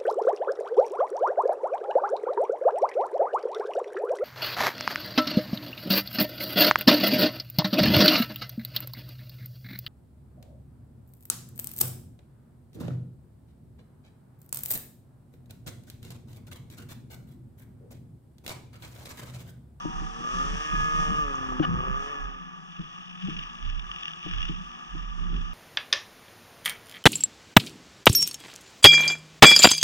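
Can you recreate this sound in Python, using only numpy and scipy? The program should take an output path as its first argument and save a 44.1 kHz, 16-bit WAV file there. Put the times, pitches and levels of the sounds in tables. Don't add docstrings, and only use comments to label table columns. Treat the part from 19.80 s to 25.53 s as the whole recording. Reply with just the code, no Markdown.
import sys
import numpy as np
from scipy.fft import rfft, irfft, next_fast_len
from scipy.io import wavfile
from scipy.ndimage import map_coordinates

SR = 44100
rng = np.random.default_rng(int(sys.argv[2]) if len(sys.argv) > 2 else 0)


def output_pcm(signal):
    pcm = np.clip(np.atleast_2d(signal).T, -1, 1) * 32767
    wavfile.write(sys.argv[1], SR, np.round(pcm).astype(np.int16))


N = 252869

# (time [s], distance [m], facing [dB], above 0 head-on and below 0 turned away)
SLED_PATH = [(0, 8.5, -8), (.55, 3.8, -13.5), (.85, 4.5, 2), (1.3, 3.2, -4.5), (1.72, 2.8, 0),
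             (2.0, 3.05, -14), (2.36, 5, -15), (2.72, 19.5, -6.5), (3.0, 31, -1), (3.6, 18.6, 10),
             (5.73, 16, 0.5)]
# (time [s], strength [dB], time constant of the ring's onset [s])
MOUNT_BLOWS = [(0.052, -25, 0.0026), (0.219, -36.5, 0.0024), (0.401, -38, 0.0045), (0.937, -34, 0.0021),
               (1.31, -36.5, 0.0033), (1.799, -14, 0.0023), (2.994, -38, 0.0035), (3.481, -31, 0.0036),
               (4.463, -34, 0.0012), (4.692, -33.5, 0.0025), (5.147, -37.5, 0.0056), (5.527, -43, 0.0049)]
NEAR_M = 3


def amp(db):
    return 10 ** (np.asarray(db) / 20)


def lean(db):
    return amp([[db], [-db]])


def unit(x):
    centre = np.atleast_2d(x).mean(0)
    return x / np.sqrt(np.mean(centre ** 2) + 1e-20)


def along(points, hz, axis=1):
    table = np.transpose(points)
    return np.interp(np.log(hz + 1), np.log(table[0]), table[axis])


def curves(rows):
    s, *cols = np.transpose(rows)
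    return [np.interp(np.arange(N) / SR, s, c) for c in cols]


def swells(rows, rise, fall, rest_db=-120):
    t, level = np.arange(N) / SR, np.full(N, float(rest_db))
    for s, length, db in rows:
        before, after = np.maximum(s - t, 0), np.maximum(t - s - length, 0)
        level = np.maximum(level, db - rise * before - fall * after)
    return level


def wobble(rate):
    knots = rng.standard_normal(int(N * rate / SR) + 4)
    return map_coordinates(knots, [np.arange(N) * rate / SR])


def filtered(x, response):
    m = next_fast_len(N + SR // 2)
    return irfft(rfft(x, m) * response(np.fft.rfftfreq(m, 1 / SR)), m)[..., :N]


def coloured(x, spectrum):
    return filtered(x, lambda hz: amp(along(spectrum, hz)))


def noise(spectrum):
    return unit(coloured(rng.standard_normal(N), spectrum))


def turning(hz):
    return 2 * np.pi * np.cumsum(hz) / SR


def add(track, s, sound):
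    part = track[round(s * SR):][:len(sound)]
    part += sound[:len(part)]


def bursts(rows, t60):
    t, level = np.arange(SR // 20) / SR, np.zeros(N)
    for s, db in rows:
        add(level, s, amp(db - 60 * t / t60))
    return level * np.sign(rng.standard_normal(N))


def case(x, opposed_top_hz=None):
    # (frequency [Hz], motion of both ports alike [dB], opposed motion [dB])
    wall = [(60.3, -1.5, -10), (183, -3.5, 0), (343, 1, -2), (600, -0.5, 2.5), (830, -2.5, 8.5),
            (1314, 2, 11), (1754, -3.5, -7.5), (1877, 3, -32), (2170, -7, 4), (2455, -5.5, 10),
            (3220, -3.5, 8.5), (3414, 6, 4.5), (4135, -26.5, -13), (5240, -3, -4.5), (5846, 5, -4),
            (7590, -12.5, -11), (13600, -28.5, -37.5)]
    # (frequency [Hz], width [Hz], gain at the peak [dB])
    resonances = [(765.4, 10.5, 8.5), (1201.6, 76, 18.5), (1703.5, 65, 18.5), (2835, 133, 6)]

    def response(f):
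        ring = np.ones(len(f), complex)
        for centre, width, db in resonances:
            damping = 1j * f * width
            ring *= 1 + (amp(db) - 1) * damping / (centre * centre - f * f + damping)
        alike, opposed = amp(along(wall, f, axis=1)), 1j * amp(along(wall, f, axis=2))
        if opposed_top_hz:
            opposed = opposed / (1 + (f / opposed_top_hz) ** 4)
        return ring * np.array([alike + opposed, alike - opposed])
    return filtered(x, response)


def airborne(spectrum, drive, scatter):
    direct, left, right = [case(noise(spectrum) * drive) for _ in range(3)]
    return unit(direct + scatter * np.array([left[0], right[1]]))


def nearness(metres):
    return 20 * np.log10(NEAR_M / np.maximum(metres, 1))


def engine_levels(dull_db=-3.5, dull_coasting=0.73, dull_per_m=0.8):
    # (time [s], length [s], load [dB])
    squeezes = [(.48, 0.81, -3), (2.02, 0.35, -1.5)]
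    metres, facing_db = curves(SLED_PATH)
    near_db = nearness(metres)
    load_db = swells(squeezes, rise=88, fall=35.5, rest_db=-19)
    exhaust_db = -46 + 1.1 * near_db
    rasp_db = -40 + 1 * load_db + 0.47 * near_db + 0.58 * facing_db
    slope_db = dull_db - dull_coasting * load_db + dull_per_m * metres
    boom_db = 1.5 * np.maximum(near_db, 0)
    return exhaust_db, rasp_db, facing_db, slope_db, boom_db


def passing_engine(jitter=0.001714, sputter=0.26, flutter_db=2.62, fading_db=1.5):
    # (time [s], firing rate [Hz])
    speed = [(0, 111), (.3, 113.5), (.47, 120), (.6, 134), (.76, 148.6), (.86, 152.4), (1.12, 153.8),
             (1.39, 152), (1.54, 135), (1.76, 126.6), (1.96, 124.7), (2.14, 132.6), (2.31, 145.5),
             (2.38, 142), (2.59, 132.5), (3.8, 118)]
    # (frequency [Hz], level [dB])
    exhaust_spectrum = [(110, -7), (150, -1), (245, 4), (305, -1), (370, -3), (450, -1.5), (540, 0),
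                        (620, -2), (690, -5), (770, -13), (900, -10), (1100, -26), (2000, -50)]
    # (frequency [Hz], level [dB])
    bark_spectrum = [(300, -35), (680, -20), (780, -6), (860, 4), (950, -4), (1070, 0), (1150, 9),
                     (1230, 10), (1290, 4), (1380, -1), (1550, -10), (2000, -40)]
    # (time [s], level [dB])
    bark_level = [(0, -60), (.35, -58), (.47, -45.5), (.6, -38.5), (.79, -48), (.92, -41.5), (1.25, -36.5),
                  (1.45, -42.5), (1.75, -44.5), (2.05, -38.5), (2.25, -45), (2.45, -46.5), (2.72, -62.5),
                  (5.73, -59)]
    # (frequency [Hz], level [dB])
    rasp_spectrum = [(1100, -40), (1530, -3), (1690, 11), (1850, 5), (2000, -3), (2150, 14), (2300, 4),
                     (2480, 13), (2750, 6), (3050, 8), (3500, 0), (6000, -10), (10000, -42)]
    pipe_hz, pipe_width_hz = 423, 49
    pipe_grows, shade_grows = 0.7, 0.2
    drift = .2
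    uneven_db, rasp_uneven_db = -10, -5
    rough, puff_share = .12, .25
    gas_db, gas_grows = -18, .6

    firing, = curves(speed)
    bark_db, = curves(bark_level)
    exhaust_db, rasp_db, facing_db, slope_db, boom_db = engine_levels()
    phase = turning(firing * (1 + jitter * wobble(39.76)))
    exhaust, bark, rasp = np.zeros((3, N))
    for k in np.arange(1, 29):
        hz = k * firing
        fading = amp(flutter_db * wobble(10) + fading_db * wobble(2.576))
        line = np.cos(k * phase + drift * wobble(6)) * fading
        pipe = 1 / (1 + ((hz - pipe_hz) / pipe_width_hz) ** 2)
        tail_db = np.maximum(-facing_db, 0) * (pipe_grows * pipe - shade_grows)
        boost_db = tail_db + (k < 3) * boom_db
        loss_db = slope_db * np.maximum(np.log2(hz / 300), 0)
        exhaust += line * amp(along(exhaust_spectrum, hz) + boost_db - loss_db)
        halfway = np.cos((k + .5) * phase + wobble(6)) * amp(uneven_db) * (1 + .5 * wobble(6.3))
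        half_hz = hz + firing / 2
        bark += line * amp(along(bark_spectrum, hz)) + halfway * amp(along(bark_spectrum, half_hz))
        rasp += line * amp(along(rasp_spectrum, hz))
        rasp += halfway * amp(along(rasp_spectrum, half_hz) + rasp_uneven_db)
    unsteady = wobble(110)
    puffs = np.exp(-(phase / (2 * np.pi) % 1) / puff_share)
    gas = amp(gas_db - gas_grows * facing_db)

    def voiced(lines, spectrum):
        pulses = unit(case(lines * (1 + rough * unsteady)))
        return (pulses + gas * airborne(spectrum, puffs, scatter=0.087)) / np.hypot(1, gas)

    note = unit(case(exhaust * (1 + sputter * unsteady))) * amp(exhaust_db)
    return note + voiced(bark, bark_spectrum) * amp(bark_db) + voiced(rasp, rasp_spectrum) * amp(rasp_db)


def track_and_snow():
    # (frequency [Hz], level [dB])
    clatter_spectrum = [(80, -24), (150, 0), (260, 10), (480, -5), (800, 5.5), (1200, -1), (1600, -1.5),
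                        (2500, -3.5), (3500, -5), (5000, -3.5), (9000, -21.5)]
    # (frequency [Hz], level [dB])
    snow_spectrum = [(1500, -19.5), (3000, -7.5), (4500, 3), (6000, -3.5), (8000, -4), (10000, -5),
                     (11000, -8), (14500, -11)]
    # (time [s], level [dB])
    hiss_level = [(0, -54.5), (.33, -55.5), (.55, -48.5), (1.15, -47), (1.92, -65), (2.25, -56.5),
                  (2.6, -71), (3.5, -64), (5.73, -63.5)]
    metres, _ = curves(SLED_PATH)
    hiss_db, = curves(hiss_level)
    clatter_db = -44 + 0.58 * nearness(metres)
    link_drive = amp(0.91 * wobble(90) + 0.86 * wobble(12))
    spray_drive = amp(1.0 * wobble(250) + 1.3 * wobble(13))
    links = airborne(clatter_spectrum, link_drive, scatter=0.28) * amp(clatter_db)
    spray = airborne(snow_spectrum, spray_drive, scatter=0.91) * amp(hiss_db)
    return links * lean(.4) + spray * lean(1.6)


def mount_levels():
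    # (time [s], length [s], sway [dB], shudder [dB], rubbing [dB]), before overall trims
    jolts = [(0.166, 0.074, -32.5, -48.5, -46.5), (0.537, 0.15, -39.5, -45, -41.5),
             (0.689, 0.048, -33, -39.5, -39.5), (0.927, 0.1, -31, -42.5, -37.5),
             (1.136, 0.088, -32, -45.5, -39), (1.284, 0.064, -35.5, -39, -33.5),
             (1.437, 0.027, -33.5, -41.5, -49), (1.617, 0.14, -43, -44, -53),
             (1.892, 0.074, -42, -33, -31.5), (2.094, 0.043, -30.5, -43, -40),
             (2.411, 0.045, -34.5, -53, -62), (3.545, 0.06, -39.5, -54, -43.5),
             (3.85, 0.029, -27.5, -41, -64), (3.932, 0.039, -29.5, -45.5, -58),
             (4.539, 0.097, -29.5, -41.5, -50.5), (4.684, 0.052, -32.5, -46.5, -45),
             (5.14, 1, -35, -53, -54), (5.395, 0.23, -28.5, -45.5, -43.5), (5.527, 0.044, -27.5, -51, -34)]
    jolt_rise, rub_rise = 380.5, 601
    s, length, sway_db, shudder_db, rub_db = np.transpose(jolts)

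    def after_bumps(share_db):
        return [(at + 0.0064, 0, min(db, -28) + share_db) for at, db, _ in MOUNT_BLOWS]

    sway = swells([*zip(s, length, sway_db), *after_bumps(-13)], jolt_rise, fall=122, rest_db=-67.5)
    shudder = swells(zip(s, length, shudder_db), jolt_rise, fall=171)
    rub = swells([*zip(s, length, rub_db), *after_bumps(-2)], rub_rise, fall=176.5, rest_db=-57.5)
    return sway, shudder, rub


def mount_motion(sway_hz=35, sway_db=-2.0, shudder_db=-1, rub_db=-2):
    # (frequency [Hz], level [dB])
    shudder_spectrum = [(15, -16.5), (33, 5.5), (50, 4.5), (70, 0), (95, 2), (125, -5), (170, -20),
                        (300, -23.5), (600, -72.5)]
    # (frequency [Hz], level [dB])
    rubbing_spectrum = [(50, -5), (100, -22), (140, -0.5), (175, 8), (215, -5.5), (300, -17), (400, -20),
                        (800, -70)]
    sway, judder, rub = mount_levels()
    nod, roll = [unit(np.sin(turning(sway_hz * (1 + 0.16 * wobble(26))))) for _ in range(2)]
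    swing = np.array([0.21 * nod + 0.8 * roll, 1.7 * nod]) * amp(sway + sway_db)
    shudder = unit(np.array([noise(shudder_spectrum), noise(shudder_spectrum)])) * amp(judder + shudder_db)
    rubbing = airborne(rubbing_spectrum, 1, scatter=0.23) * amp(rub + rub_db)
    return swing + shudder + rubbing * lean(.6)


def idling_sled(rattle_hz=41.83, rattle_db=-5, stray_db=6, stray_spread_db=2.5):
    # (frequency [Hz], level ahead of the case [dB])
    tones = [(164.8, -62), (182.6, -57), (79, -78)]
    # (time [s], length [s], rise over its usual level [dB])
    hum_swells = [(3.443, .02, 21), (4.785, 0.023, 18)]
    # (time [s], strength before colouring and trim [dB])
    hard_clacks = [(3.497, -33), (3.5665, -34), (3.5897, -33), (3.6365, -35), (3.8268, -36), (3.899, -35),
                   (3.9955, -31), (4.1147, -28.5), (4.1617, -33), (4.2328, -29.5), (4.256, -30.5),
                   (4.281, -35), (4.335, -36), (4.5122, -32), (4.5365, -33), (4.584, -33), (4.6288, -33),
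                   (4.6528, -32)]
    # (frequency [Hz], level [dB])
    clack_spectrum = [(500, -26.5), (1200, -19), (2000, -9.5), (2900, -0.5), (3600, -2.5), (5000, -4.5),
                      (6500, -19), (9000, -21), (14000, -28)]
    # (time [s], length [s], level before trims [dB])
    bouts = [(3.45, 0.17, -44.5), (3.86, 0.098, -48), (4.2, 0.07, -43.5), (4.48, 0.16, -41.5),
             (5.17, 0.027, -49), (5.55, 0.046, -47.5)]
    steady = (2.924, N / SR, -52)
    clack_db, clack_t60_s = 3, .013

    hum = np.zeros(N)
    for hz, db in tones:
        tone = np.sin(turning(hz * (1 + 0.01585 * wobble(31))))
        hum += np.sqrt(2) * amp(db + 3.6 * wobble(3.63)) * tone
    hum = hum * amp(swells(hum_swells, rise=601, fall=348, rest_db=0))
    marks = np.array([0, *(s for s, db in hard_clacks), N / SR])
    turns = np.cumsum(np.round(np.diff(marks, prepend=0) * rattle_hz))
    since = np.interp(np.arange(N) / SR, marks, turns) % 1
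    beats = (2.0 + np.exp(-since / 0.048)) * amp(2.7 * wobble(160))
    level = swells(bouts + [steady], rise=87, fall=48, rest_db=-58)
    rattle = airborne(clack_spectrum, beats, scatter=0.38) * amp(level + rattle_db)
    strength_db = level + stray_db + stray_spread_db * wobble(40)
    strays = [(i / SR, strength_db[i]) for i in np.flatnonzero(np.diff(since) < 0)]
    clacks = coloured(bursts(hard_clacks + strays, clack_t60_s), clack_spectrum) * amp(clack_db)
    return case(hum + clacks) * lean(1.2) + rattle * lean(1.3)


def bumps(bump_db=2, thud_db=5, thud_t60=0.036):
    # (frequency [Hz], level [dB], 60 dB decay time [s])
    mount_modes = [(156.6, -2, 0.073), (309, -1, 0.084), (494, -3, 0.013), (675, -27.5, 0.043),
                   (1070, -33, 0.027)]
    # (frequency [Hz], level [dB])
    thud_spectrum = [(60, -11.5), (150, 15.5), (300, -2.5), (500, -8.5), (800, -1.5), (1500, -51),
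                     (4000, -66.5)]
    thud_top_db = -29
    rings, thuds, t = np.zeros(N), np.zeros(N), np.arange(SR // 4) / SR
    for s, db, attack in MOUNT_BLOWS:
        ring = np.zeros(len(t))
        for hz, level, t60 in mount_modes:
            ring += amp(level + rng.normal(0, 1) - 60 * t / t60) * np.sin(2 * np.pi * hz * t)
        add(rings, s, -amp(db + bump_db) * ring * (1 - np.exp(-t / attack)))
        add(thuds, s, amp(min(db, thud_top_db) + thud_db - 60 * t / thud_t60))
    thud = coloured(thuds * rng.standard_normal((2, N)), thud_spectrum)
    return (case(rings) + thud) * lean(2.4)


def sagging_tones(waver=0.0014):
    # (time [s], length [s], pitch at time 0 [Hz], sag
    # [Hz per s], level [dB])
    falling_tones = [(0.12, 0.13, 781, 33.7, -57), (0.06, 0.047, 964, 120, -55.5)]
    out = np.zeros((2, N))
    for s, length, hz, sag, db in falling_tones:
        pitch = (hz - sag * np.minimum(np.arange(N) / SR, 1)) * (1 + waver * wobble(31))
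        level = swells([(s, length, db)], rise=154, fall=75)
        out += unit(case(np.sin(turning(pitch)))) * amp(level)
    return out


def track_slaps(slap_hz=800, slap_db=5, slap_t60=0.053, tick_hz=6300, tick_spread=0.09, tick_t60=0.018):
    # (time [s], strength before filter and trim [dB])
    slap_times = [(1.543, -29), (1.624, -29), (1.7203, -25.5), (2.0405, -30.5), (2.073, -27)]
    # (time [s], strength before the filter [dB])
    tick_times = [(1.5545, -25)]
    low_pass = lambda hz: amp(slap_db) / (1 + 1j * hz / slap_hz) ** 3
    band_pass = lambda hz: 1 / (1 + ((hz / tick_hz - 1) / tick_spread) ** 2)
    slaps = filtered(bursts(slap_times, slap_t60), low_pass)
    ticks = filtered(bursts(tick_times, tick_t60), band_pass)
    return case(slaps + ticks)


def creaks(jitter=0.04, rough_db=2.5, scrape_db=-2, opposed_top_hz=2000, pan_db=1.0):
    # (time [s], length [s], first slip rate [Hz], last slip rate [Hz], level [dB])
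    squeaks = [(1.793, .009, 830, 760, -41), (1.824, 0.0219, 840, 705, -36.5),
               (1.8452, 0.0099, 610, 590, -33.5)]
    # (frequency [Hz], level [dB])
    scrape_spectrum = [(300, -5), (2000, 4), (6000, -0.5), (9000, -19)]
    # (frequency [Hz], level [dB])
    creak_spectrum = [(600, -5.5), (760, -4), (1200, -14), (1550, -8), (1850, -17), (2400, -10),
                      (3000, 2.5), (3500, -16), (4200, -2), (6000, -31)]
    slips = np.zeros(N)
    for s, length, start_hz, end_hz, db in squeaks:
        done = np.clip((np.arange(N) / SR - s) / length, 0, 1)
        slip_hz = start_hz + (end_hz - start_hz) * done
        phase = turning(slip_hz * (1 + jitter * wobble(700)))
        pulses = sum(np.cos(k * phase) for k in range(1, 9))
        scrape = amp(scrape_db) * np.std(pulses) * noise(scrape_spectrum)
        envelope = np.sqrt(np.abs(np.sin(np.pi * done)))
        slips += (pulses + scrape) * amp(db + rough_db * wobble(600)) * envelope
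    return case(coloured(slips, creak_spectrum), opposed_top_hz) * lean(pan_db)


def scene():
    sleds = passing_engine() + track_and_snow() + idling_sled() + sagging_tones() + track_slaps()
    return sleds + mount_motion() + bumps() + creaks()


def record(dry):
    return filtered(dry, lambda hz: hz < 14750)


dry = scene()
out = record(dry)
output_pcm(out)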